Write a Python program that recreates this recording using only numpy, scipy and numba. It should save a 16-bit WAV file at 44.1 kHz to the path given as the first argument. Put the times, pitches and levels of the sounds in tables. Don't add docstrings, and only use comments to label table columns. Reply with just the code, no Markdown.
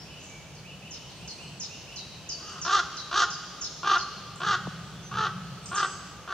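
import sys
import numpy as np
from scipy import signal
from scipy.fft import rfft, irfft
from scipy.io import wavfile
from scipy.ndimage import uniform_filter1d, map_coordinates
from numba import njit

SR = 44100
rng = np.random.default_rng(int(sys.argv[2]) if len(sys.argv) > 2 else 0)


def transcribe(signal):
    frames = np.atleast_2d(signal).T
    limited = np.clip(frames, -1, 1)
    pcm = np.round(limited * 32767).astype(np.int16)
    wavfile.write(sys.argv[1], SR, pcm)


N = 279135


# start_s, end_s, top_pitch_hz, roughness, rasp_db, throat_ratio, level_db
RAVEN_CROAKS = [(2.648, 2.809, 394.5, 0.46, 4, 1.028, -20), (3.111, 3.249, 407, 0.49, 6.5, 1.018, -20),
                (3.829, 3.981, 412.7, 0.5, 0, 0.99, -20), (4.401, 4.564, 405.9, 0.5, 0, 1.047, -22.5),
                (5.111, 5.283, 428.7, .75, -3, 1.015, -24.5), (5.712, 5.866, 416.1, .53, -5, 1.012, -24),
                (6.274, 6.436, 413.3, 0.76, -4, 1.075, -26)]

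def raven(swell_db=9, swell_share=0.57, sag_db=2):
    out = np.zeros(N)
    for start, end, top_hz, rough, rasp_db, throat_ratio, db in RAVEN_CROAKS:
        voice = croak(start, end, top_hz, rough, rasp_db, throat_ratio)
        progress = np.linspace(0, 1, len(voice))
        swell_left = np.clip(1 - progress / swell_share, 0, 1) ** 1.08
        sag = np.interp(progress, [swell_share, 1], [0, 1])
        add(out, start, voice * gain(db - swell_db * swell_left - sag_db * sag))
    return out


# frequency_hz, gain_db
THROAT_TONE = [(220, -22.5), (370, -4.5), (560, -9), (810, -5), (1000, -0.5), (1270, 10.5), (1590, -1),
               (2150, -28.5), (2550, -13), (2950, -8), (4100, -12), (6600, -19), (7700, -38.5),
               (13000, -71.5)]

def croak(start, end, top_hz, rough, rasp_db, throat_ratio, bill_db=-2, bill_width_hz=270.):
    t = clock(end - start)
    progress = t / (end - start)
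    source, cycles = voice_box(t, progress, top_hz, rough)
    source = rattle(source, t, progress, rough)
    opening = np.clip(progress / 0.42, 0, 1)
    closed_tone = np.array(THROAT_TONE) * [throat_ratio * 0.91, 1]
    open_tone = np.array(THROAT_TONE) * [throat_ratio, 1]
    closed_voice = colour(source * (1 - opening), closed_tone)
    voice = colour(closed_voice, [(2500, 0), (5000, -4)]) + colour(source * opening, open_tone)
    bill_hz = throat_ratio * (1300 + 480 * progress)
    bill_ring = resonance(source, bill_hz, bill_width_hz)
    voice += gain(bill_db) * resonance(bill_ring, bill_hz, bill_width_hz)
    voice = colour(voice, [(2500, 0), (6000, rasp_db)])
    lowest_tone = unit(np.sin(2 * np.pi * cycles))
    voice = unit(voice) + gain(-21 + .5 * rasp_db) * lowest_tone
    fade_out = np.clip((t[-1] - t) / 0.012, 0, 1)
    return voice * fade_out


def voice_box(t, progress, top_hz, rough, arch_depth=.17):
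    arch = 1 - arch_depth * np.interp(progress, [0, .57, 1], [1, 0, 1]) ** 2
    wobble = rough * (.085 * wander(t, 420) + .035 * wander(t, 55))
    cycles = np.cumsum(top_hz * arch * (1 + wobble)) / SR
    pulses = np.diff(np.floor(cycles), prepend=0) * np.exp(.5 * rough * wander(t, 330))
    puffs = np.exp(-(cycles % 1) / .45) * rng.standard_normal(len(t))
    puffs = colour(puffs, [(600, -11), (1500, 0)])
    return unit(pulses) + .55 * unit(puffs), cycles


def rattle(source, t, progress, rough, rattle_hz=82, growl_hz=49):
    rate_hz = np.interp(progress, [0, .45], [rattle_hz, growl_hz])
    rate_hz *= 1 + 0.25 * progress * wander(t, 45)
    phase = (np.cumsum(rate_hz) / SR) % 1
    depth = np.interp(progress, [0, .25, .5, 1], [.97, .7, 0.77 * rough, 0.29 * rough])
    gate = 1 - depth + depth * np.exp(-((phase - .4) / .3) ** 2)
    return source * gate / np.sqrt(uniform_filter1d(gate ** 2, size=1200))


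def far_raven(start=2.37, end=2.6, db=-48):
    out = np.zeros(N)
    voice = croak(start, end, top_hz=400, rough=.6, rasp_db=0, throat_ratio=1.03)
    add(out, start, gain(db) * voice * np.linspace(.3, 1.3, len(voice)))
    return out


# start_s, landing_pitch_hz, level_db
SONGBIRD_CHIPS = [(0.548, 4320, -56.5), (0.908, 5200, -45), (1.275, 4178, -43.5), (1.598, 5165, -39),
                  (1.959, 3824, -41.5), (2.289, 4560, -36.5), (2.614, 5270, -38), (2.967, 3840, -40.5),
                  (3.301, 4657, -39.5), (3.611, 5140, -36.5), (3.979, 4215, -38.5)]
# start_s, length_s, from_hz, toward_hz, level_db
BIRD_FLICKS = [(1.091, 0.049, 5008, 3200, -55.5), (1.151, 0.044, 4800, 3590, -58),
               (4.359, 0.00288, 8630, 6220, -45), (5.658, 0.0096, 8464, 4170, -41),
               (5.747, .052, 7920, 4000, -38)]

def chips(chip_from_hz=7450, fall_s=.0068, chip_cycles=225):
    out = np.zeros(N)
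    for start, hz, db in SONGBIRD_CHIPS:
        add(out, start, chip(chip_cycles / hz, chip_from_hz, hz, fall_s, db))
        if hz > 4950:
            add(out, start + .034, chip(length=0.013, from_hz=hz, to_hz=3020, fall_s=fall_s, db=db - 1.5))
    for start, length, from_hz, to_hz, db in BIRD_FLICKS:
        add(out, start, chip(length, from_hz, to_hz, fall_s=.4 * length, db=db))
    return out


def chip(length, from_hz, to_hz, fall_s, db):
    note = glide(length, from_hz, to_hz, fall_s, db, waver=0.011, fade=0.096)
    return note * np.linspace(1.5, .3, len(note))


# start_s, length_s, from_hz, toward_hz, level_db
HIGH_WHISTLES = [(1.134, 0.65, 8590, 7800, -54), (4.68, .45, 8460, 7470, -62),
                 (5.618, 0.52, 8520, 7678, -41)]

def whistles(sink_s=0.24):
    out = np.zeros(N)
    for start, length, from_hz, to_hz, db in HIGH_WHISTLES:
        tone = glide(length, from_hz, to_hz, sink_s, db, waver=.0074, fade=.1)
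        swell_db = np.interp(np.linspace(0, 1, len(tone)), [0, 0.39, 1], [-13, 0, -16])
        add(out, start, tone * gain(swell_db))
    return out


# start_s, level_db
RISING_NOTES = [(0.047, -50.5), (0.129, -49.5), (0.639, -47.5), (0.809, -47.5), (1.19, -50), (1.372, -46.5),
                (1.69, -47), (1.86, -47), (2.248, -50.5)]
# start_s, length_s, pitch_hz, pitch_spread_hz, level_db
BUZZY_NOTES = [(-.08, 0.15, 5240, 614, -46.5), (0.176, 0.16, 6580, 1092, -49.5),
               (0.274, 0.12, 2317, 118, -49.5), (0.928, 0.13, 3030, 200, -51),
               (2.423, .14, 5870, 2235, -47.5), (2.438, 0.1, 2895, 250, -46),
               (4.883, 0.122, 3420, 237, -54), (5.015, 0.1, 6160, 250, -50), (5.393, 0.254, 4400, 199, -57),
               (5.86, 0.072, 6450, 405, -47)]

def far_songbirds():
    out = np.zeros(N)
    for start, db in RISING_NOTES:
        note = glide(length=0.084, from_hz=2300, to_hz=3450, slide_s=.075, db=db, waver=0.021, fade=0.54)
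        add(out, start, note)
    for start, length, hz, spread_hz, db in BUZZY_NOTES:
        t = clock(length)
        shaky_hz = hz + spread_hz / 2 * wander(t, 500)
        buzz = np.sin(2 * np.pi * np.cumsum(shaky_hz) / SR)
        add(out, start, gain(db) * buzz * signal.windows.tukey(len(t), .6))
    return out


def chorus(count=30, db=-61, spread_db=2):
    out = np.zeros(N)
    for when, pitch, slope, loudness in rng.random((count, 4)):
        to_hz = 2300 + 1900 * pitch
        from_hz = to_hz * (0.89 + 0.6 * slope)
        note_db = db + spread_db * (2 * loudness - 1)
        add(out, when * N / SR, glide(0.057, from_hz, to_hz, slide_s=0.014, db=note_db, fade=1.0))
    return out


# start_s, length_s, from_hz, toward_hz, fall_s
SOFT_PLOP = (4.669, .021, 1450, 110, .0042)

def plop():
    out = np.zeros(N)
    start, length, from_hz, to_hz, fall_s = SOFT_PLOP
    note = glide(length, from_hz, to_hz, fall_s, db=-33, fade=.15)
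    add(out, start, note * np.linspace(1, .4, len(note)))
    return out


# frequency_hz, gain_db
AIR_TONE = [(20, -38.5), (65, -5), (170, -8.5), (270, -11), (450, -11.5), (800, -13.5), (1300, -18.5),
            (2000, -21.5), (2900, -17), (3700, -22), (6300, -24.5), (8000, -32.5), (11000, -38.5),
            (15500, -44.5)]
# frequency_hz, gain_db
RUMBLE_TONE = [(35, -35), (70, -9.5), (105, 1), (150, 9), (190, 7), (250, -21), (400, -51)]
# time_s, level_db
RUMBLE_SWELLS = [(0, -46.5), (1.05, -45.5), (1.45, -41), (2.0, -48), (3.6, -50.5), (4.4, -41),
                 (4.68, -37.5), (4.95, -40), (5.5, -36), (5.92, -46.3), (6.17, -39.5), (6.33, -59)]

def background(air_db=-49, rumble_db=-5.5, rumble_side_db=-11.5, throb_db=2.5):
    t = np.arange(N) / SR
    air = np.array([unit(colour(rng.standard_normal(N), AIR_TONE)) for _ in range(2)])
    rumble = np.array([unit(colour(rng.standard_normal(N), RUMBLE_TONE)) for _ in range(2)])
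    rumble[1] *= gain(rumble_side_db)
    swell_db = np.interp(t, *np.transpose(RUMBLE_SWELLS)) + throb_db * wander(t, 14)
    return air * gain(air_db + .5 * wander(t, 3.63)) + rumble * gain(rumble_db + swell_db)


def forest(x, direct_db, trunks_db, tail_db, side_db=0, twigs_db=-3, tail_s=1.7, treble_tail_s=4.2):
    t = clock(1.4)
    lowpass, highpass = (signal.butter(2, 2500, kind, fs=SR, output="sos") for kind in ("low", "high"))
    channels = []
    for early_db, late_db in ((0, 0), (side_db, -3)):
        twigs = signal.sosfilt(highpass, rng.standard_normal(len(t))) * np.exp(-t / 0.0013)
        trunks = rng.standard_normal(len(t)) * (rng.random(len(t)) < 900 / SR)
        trunks *= np.exp(-t / 0.039) * (t > .002)
        noise = rng.standard_normal(len(t))
        low_tail = signal.sosfilt(lowpass, noise) * gain(-60 * t / tail_s)
        high_tail = signal.sosfilt(highpass, noise) * gain(-60 * t / treble_tail_s)
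        tail = (low_tail - high_tail) * (1 - np.exp(-t / 0.034)) * gain(2 * wander(t, 19.7))
        echoes = gain(twigs_db) * unit(twigs) + gain(trunks_db + early_db) * unit(trunks)
        echoes += gain(tail_db + late_db) * unit(tail)
        scattered = signal.fftconvolve(x, echoes / np.sqrt(len(t)))[:N]
        channels.append(gain(direct_db + early_db) * x + scattered)
    return np.array(channels)


def glide(length, from_hz, to_hz, slide_s, db, waver=0.009, fade=0.067):
    t = clock(length)
    hz = to_hz + (from_hz - to_hz) * np.exp(-t / slide_s)
    hz *= 1 + waver * wander(t, 350)
    tone = np.sqrt(2) * np.sin(2 * np.pi * np.cumsum(hz) / SR)
    return gain(db) * signal.windows.tukey(len(t), fade) * tone


def colour(x, points, size=2048):
    cepstrum = irfft(np.log(response(points, size)))
    cepstrum[1:size // 2] *= 2
    cepstrum[size // 2 + 1:] = 0
    ring = irfft(np.exp(rfft(cepstrum)))
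    return signal.fftconvolve(x, ring)[:len(x)]


def response(points, size):
    hz, db = np.transpose(points)
    bin_hz = np.arange(size // 2 + 1) * SR / size
    return gain(np.interp(np.log(bin_hz + 1), np.log(hz), db))


@njit
def resonance(x, hz, width_hz):
    y, band_state, low_state = np.empty(len(x)), 0., 0.
    for i in range(len(x)):
        tuning, damping = np.tan(np.pi * hz[i] / SR), width_hz / hz[i]
        band = (band_state + tuning * (x[i] - low_state)) / (1 + tuning * (tuning + damping))
        band_state = 2 * band - band_state
        low_state += 2 * tuning * band
        y[i] = damping * band
    return y


def wander(t, rate_hz):
    knots = rng.standard_normal(int(t[-1] * rate_hz) + 4)
    return map_coordinates(knots, [t * rate_hz + 1], order=3, mode="nearest")


def gain(db):
    return 10 ** (np.asarray(db) / 20)


def unit(x):
    return x / np.sqrt(np.mean(x ** 2))


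def clock(length):
    return np.arange(int(length * SR)) / SR


def add(track, start, sound):
    at = int(start * SR) + np.arange(len(sound))
    inside = (at >= 0) & (at < N)
    track[at[inside]] += sound[inside]


# frequency_hz, side_gain_db
STEREO_WIDTH = [(60, -7.5), (200, -8), (700, -13.5), (1300, -10), (2400, -6.5), (4400, -2), (8000, 2),
                (15000, -3)]

def scene():
    mix = forest(raven(), direct_db=-3, trunks_db=-5, tail_db=-13.5, side_db=-11, twigs_db=-11.5,
                 tail_s=1.36, treble_tail_s=2.1)
    mix += forest(far_raven(), direct_db=1, trunks_db=-2, tail_db=4.5, side_db=-2,
                  tail_s=1.2, treble_tail_s=3.5)
    mix += forest(chips(), direct_db=-4.5, trunks_db=-1, tail_db=-3, side_db=1.5, twigs_db=-18,
                  treble_tail_s=1.08)
    mix += forest(whistles(), direct_db=-6.5, trunks_db=-8.5, tail_db=-23, side_db=-10, twigs_db=-10,
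                  treble_tail_s=0.44)
    mix += forest(far_songbirds() + chorus(), direct_db=-2.5, trunks_db=-10.5, tail_db=-3, twigs_db=-7.5,
                  treble_tail_s=1.14)
    mid, side = mix + background() + plop()
    side = irfft(1j * rfft(side) * response(STEREO_WIDTH, N), N)
    return np.array([mid + side, mid - side])


def record(dry):
    return signal.sosfilt(signal.ellip(10, .2, 80, 15700, fs=SR, output="sos"), dry)


dry = scene()
out = record(dry)
transcribe(out)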